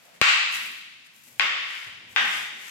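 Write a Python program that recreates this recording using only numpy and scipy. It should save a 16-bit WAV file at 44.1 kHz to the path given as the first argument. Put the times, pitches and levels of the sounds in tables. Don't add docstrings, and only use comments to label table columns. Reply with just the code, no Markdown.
import sys
import numpy as np
from scipy import signal
from scipy.fft import rfft, irfft
from scipy.io import wavfile
from scipy.ndimage import uniform_filter1d, minimum_filter1d

SR = 44100
rng = np.random.default_rng(int(sys.argv[2]) if len(sys.argv) > 2 else 0)


def materialize(psi):
    bounded = np.clip(np.atleast_2d(psi).T, -1, 1)
    quanta = np.round(bounded * 32767).astype(np.int16)
    wavfile.write(sys.argv[1], SR, quanta)


N = 119070
TIME = np.arange(N) / SR
HZ = np.maximum(np.fft.rfftfreq(2 * N, 1 / SR), 1)
LN_1000 = np.log(1000)

# (frequency [Hz], level in blow 1, 2, 3 [dB])
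CRACK_SPECTRA = [(169, -38, -24.5, -20.5), (400, -30, -20.5, -16.5), (630, -21, -15.5, -17),
                 (777.8, -16, -10.5, -5.5), (1190, -3, -2, -0.5), (1566, -5.5, 1.5, 3.5),
                 (2550, -0.5, 2, 1), (3590, -8, -1, 1), (3970, -7, -8.5, -12), (5100, -13, -8.5, -11.5),
                 (5540, -17, -14.5, -13), (7640, -15.5, -19.5, -22), (9100, -30.5, -38, -33.5),
                 (16200, -34.5, -45, -38)]


def from_db(db):
    return 10 ** (np.asarray(db) / 20)


def at_hz(points, hz, column=1):
    table = np.array(points)
    return np.interp(np.log(hz), np.log(table[:, 0]), table[:, column])


def pan(db):
    return from_db(np.array([[db], [-db]]) / 2)


def delay(s):
    return np.exp(-2j * np.pi * HZ * s)


def minimum_phase(db):
    cepstrum = irfft(np.log(from_db(db)))
    cepstrum[1:N] *= 2
    cepstrum[N + 1:] = 0
    return np.exp(rfft(cepstrum))


def resonance(hz, width_hz):
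    return 1 / (1 + 1j * (HZ ** 2 - hz ** 2) / (HZ * width_hz))


def filtered(x, response):
    return irfft(rfft(x, 2 * N) * response)[..., :N]


def noise(response, channels=2):
    x = irfft(rfft(rng.standard_normal((channels, N))) * response[::2])
    return x / x.std()


def staff_blows(right_lag_s=.0001):
    # (time [s], strength [dB], second contact lag [s], its level [dB], dispersion scale [s],
    # pan [dB], hall send [dB], hall decay factor [-])
    blows = [(.2143, 21, 0.001738, 4.5, 0.00041, 9.5, 7, 0.9),
             (1.3964, 14, 0.001225, -0.5, .0007, 9, 1.5, 1.08),
             (2.1620, 16, .0034, -9.5, 0.00055, 6.5, 1.12, 0.81)]
    # (frequency [Hz], t60 [s], re crack in blow 1, 2, 3 [dB])
    modes = [(346, 0.017, 4, 7, -10), (555, .04, -8, 0.5, 5), (810, 0.044, 0, -4, 5.5),
             (1104, 0.041, -1.5, 4, -5), (1225, 0.082, -7, -12, 4), (1374, 0.039, -1, -4.5, -32),
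             (1540, 0.047, 3, -14, 4), (1891, 0.027, 0.5, -1, 0.5), (2130, 0.026, -40, -4, -38.5),
             (2427, 0.01, -15, -25, -9), (2694, 0.011, -5.5, -10, -10), (3050, 0.033, -21, -5.5, -20),
             (3640, 0.037, -9, -6, 2), (4810, 0.017, -10, -12, -7)]
    # (left delay [s], right delay [s], left level [dB], right level [dB])
    reflections = [(.0026, .0037, -13, -13), (.0102, .0103, -10, -13), (.0215, .0195, -15, -14),
                   (.0245, .0255, -16, -15)]
    # (frequency [Hz], level [dB])
    direct_spectrum = [(200, -10), (800, -1.5), (1500, -0.5), (2000, 0.5), (2450, 4.5), (3100, -0.5),
                       (4200, 3.5), (8000, -4), (16000, 8.5)]
    direct = minimum_phase(at_hz(direct_spectrum, HZ))
    echoes = sum(np.array([from_db(left_db) * delay(left_s), from_db(right_db) * delay(right_s)])
                 for left_s, right_s, left_db, right_db in reflections)
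    rings = [resonance(hz, LN_1000 / np.pi / t60_s) for hz, t60_s, *_ in modes]
    ears = np.array([delay(0), delay(right_lag_s)]) * np.sqrt(.5)
    out = 0
    for k, (time_s, db, second_s, second_db, spread_s, pan_db, hall_db, decay_factor) in enumerate(blows):
        crack = from_db(db) * delay(time_s) * minimum_phase(at_hz(CRACK_SPECTRA, HZ, column=k + 1))
        bending = delay(2 * spread_s * np.sqrt(1000 / (HZ + 300)))
        wood = 1 + sum(from_db(mode[k + 2]) * ring for mode, ring in zip(modes, rings))
        contacts = 1 + from_db(second_db) * delay(second_s)
        near = contacts * direct * (pan(pan_db) * ears + echoes)
        reverb = from_db(hall_db) * hall_response(decay_factor)
        out = out + crack * bending * wood * (near + reverb)
    return irfft(out)[:, :N]


def rustles(hall, pivot_hz=7000, grain_db=2.5, pan_db=7.5, hall_db=-7):
    # (peak time [s], relative level [dB], rise [s], fall [s], tilt [dB/octave])
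    swells = [(.055, -62.5, .05, 0.047, -0.5), (.16, -61.5, 0.034, 0.026, -4), (0.546, -46, 0.03, 0.02, -1),
              (.55, -37.5, 0.018, 0.036, -4.5), (.645, -49.5, 0.046, 0.037, 2.5),
              (.76, -59, 0.064, 0.04, 4), (1.063, -58, .012, 0.011, -4), (1.165, -61, 0.022, .045, 2),
              (1.275, -57, .04, 0.066, 2), (1.42, -54.5, 0.026, 0.055, 0), (1.60, -68, 0.051, 0.022, -2),
              (1.77, -47, 0.11, 0.097, -7), (2.125, -56, 0.023, .03, -1.5),
              (2.23, -39.5, 0.03, 0.091, -8.5), (2.36, -38.5, 0.081, 0.076, -6.5),
              (2.68, -46, 0.072, 0.067, -4.5)]
    # (frequency [Hz], level [dB])
    brush_spectrum = [(700, -22.5), (2000, 3), (4000, -6.5), (7500, -1.5), (9500, -6), (12500, -2.5),
                      (16000, -14)]
    colour_db = at_hz(brush_spectrum, HZ)
    octaves = np.log2(np.maximum(HZ, 1000) / pivot_hz)
    out = 0
    for peak_s, db, rise_s, fall_s, tilt in swells:
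        swell = np.exp(-((TIME - peak_s) / np.where(TIME < peak_s, rise_s, fall_s)) ** 2 / 2)
        brush = noise(from_db(colour_db + tilt * octaves) * HZ / (HZ + 500))
        out = out + from_db(db + 1.5) * swell * brush
    grain = uniform_filter1d(rng.standard_normal(N), size=120)
    out = out * from_db(grain_db * grain / grain.std())
    return out * pan(pan_db) + filtered(out[0], from_db(hall_db) * hall)


def footsteps(hall, rise_s=0.003, relative_width=0.76, scuff_db=-4, hall_db=-6.5):
    # (time [s], level [dB], pitch [Hz], decay [s])
    footfalls = [(0.142, -62, 185, .05), (0.439, -65, 230, 0.073), (0.547, -63, 215, 0.073),
                 (0.615, -57, 250, 0.078), (1.267, -63, 227, 0.066), (1.311, -65, 110, 0.15),
                 (1.435, -62, 165, 0.097), (1.863, -59, 107, 0.13), (2.006, -64, 190, 0.19),
                 (2.091, -61.5, 101.5, 0.21), (2.202, -50.5, 213, 0.096), (2.344, -57.5, 159, 0.091),
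                 (2.521, -61, 252, 0.18)]
    scuff = from_db(scuff_db) * noise(resonance(470, 760) ** 2, channels=1)[0]
    out = 0
    for time_s, db, hz, decay_s in footfalls:
        age_s = np.maximum(TIME - time_s, 0)
        envelope = (1 - np.exp(-age_s / rise_s)) * np.exp(-age_s / decay_s)
        thud = noise(resonance(hz, relative_width * hz) ** 2, channels=1)[0]
        out = out + from_db(db) * (thud + scuff) * envelope
    return out + filtered(out, from_db(hall_db) * hall)


def swish(peak_s=.11, sigma_s=0.07, pitch_hz=630, width_hz=240, level_db=-58):
    swell = np.exp(-((TIME - peak_s) / sigma_s) ** 2 / 2)
    return from_db(level_db) * noise(resonance(pitch_hz, width_hz)) * swell


def hall_response(decay_factor, build_s=0.004, pan_db=2):
    # (frequency [Hz], base t60 [s], level [dB])
    reverb_bands = [(151, 0.42, 2), (428, 0.98, 4.5), (741.8, 1.07, 6), (1430, 1.056, 5.8), (2430, 1.37, 8),
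                    (4100, 1.55, 5), (6700, 1.03, 5.5), (10185, 0.92, 5.5), (15700, .45, -3)]
    white = rfft(rng.standard_normal((2, N)))
    centres_hz = np.geomspace(200, 16000, 12)
    tail = 0
    for hz, one_hot in zip(centres_hz, np.eye(len(centres_hz))):
        band = irfft(white * np.interp(np.log(HZ[::2]), np.log(centres_hz), one_hot))
        gain = from_db(at_hz(reverb_bands, hz, column=2))
        t60_s = at_hz(reverb_bands, hz) * decay_factor
        tail = tail + band * gain * np.exp(-LN_1000 * TIME / t60_s)
    build = 1 - np.exp(-TIME / build_s)
    return rfft(tail * build * np.sqrt(10 / SR), 2 * N) * pan(pan_db)


def background(air_db=-58, tail_db=-63.5, tail_t60_s=1.6):
    # (frequency [Hz], level [dB])
    air_spectrum = [(25, -3), (60, -10), (110, -4), (200, 0), (450, -11), (1000, -7.5), (2500, -2),
                    (6000, -11), (16000, -26)]
    tail = noise(from_db(at_hz(CRACK_SPECTRA, HZ, column=2))) * np.exp(-LN_1000 * TIME / tail_t60_s)
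    air = noise(from_db(at_hz(air_spectrum, HZ)))
    return from_db(tail_db) * tail + from_db(air_db) * air


def scene():
    hall = hall_response(decay_factor=0.98)
    return staff_blows() + rustles(hall) + footsteps(hall) + swish() + background()


def record(dry):
    clip_level, thump_db, thump_hz = 1.2, 10, 730
    ceiling, release_db_per_s = .88, 89
    low_cut_hz, top_cut_hz = 80, 16100
    clipped = np.clip(dry, -clip_level, clip_level)
    thump = signal.sosfilt(signal.butter(2, thump_hz, fs=SR, output="sos"), np.abs(dry - clipped))
    x = clipped - from_db(thump_db) * thump
    x = signal.sosfilt(signal.butter(2, low_cut_hz, "high", fs=SR, output="sos"), x)
    over_db = 20 * np.log10(np.maximum(np.abs(x).max(axis=0) / ceiling, 1))
    release_db = release_db_per_s * TIME
    duck_db = np.maximum.accumulate(over_db + release_db) - release_db
    gain = uniform_filter1d(minimum_filter1d(from_db(-duck_db), size=41), size=41)
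    return signal.sosfilt(signal.ellip(12, .1, 80, top_cut_hz, fs=SR, output="sos"), x * gain)


dry = scene()
out = record(dry)
materialize(out)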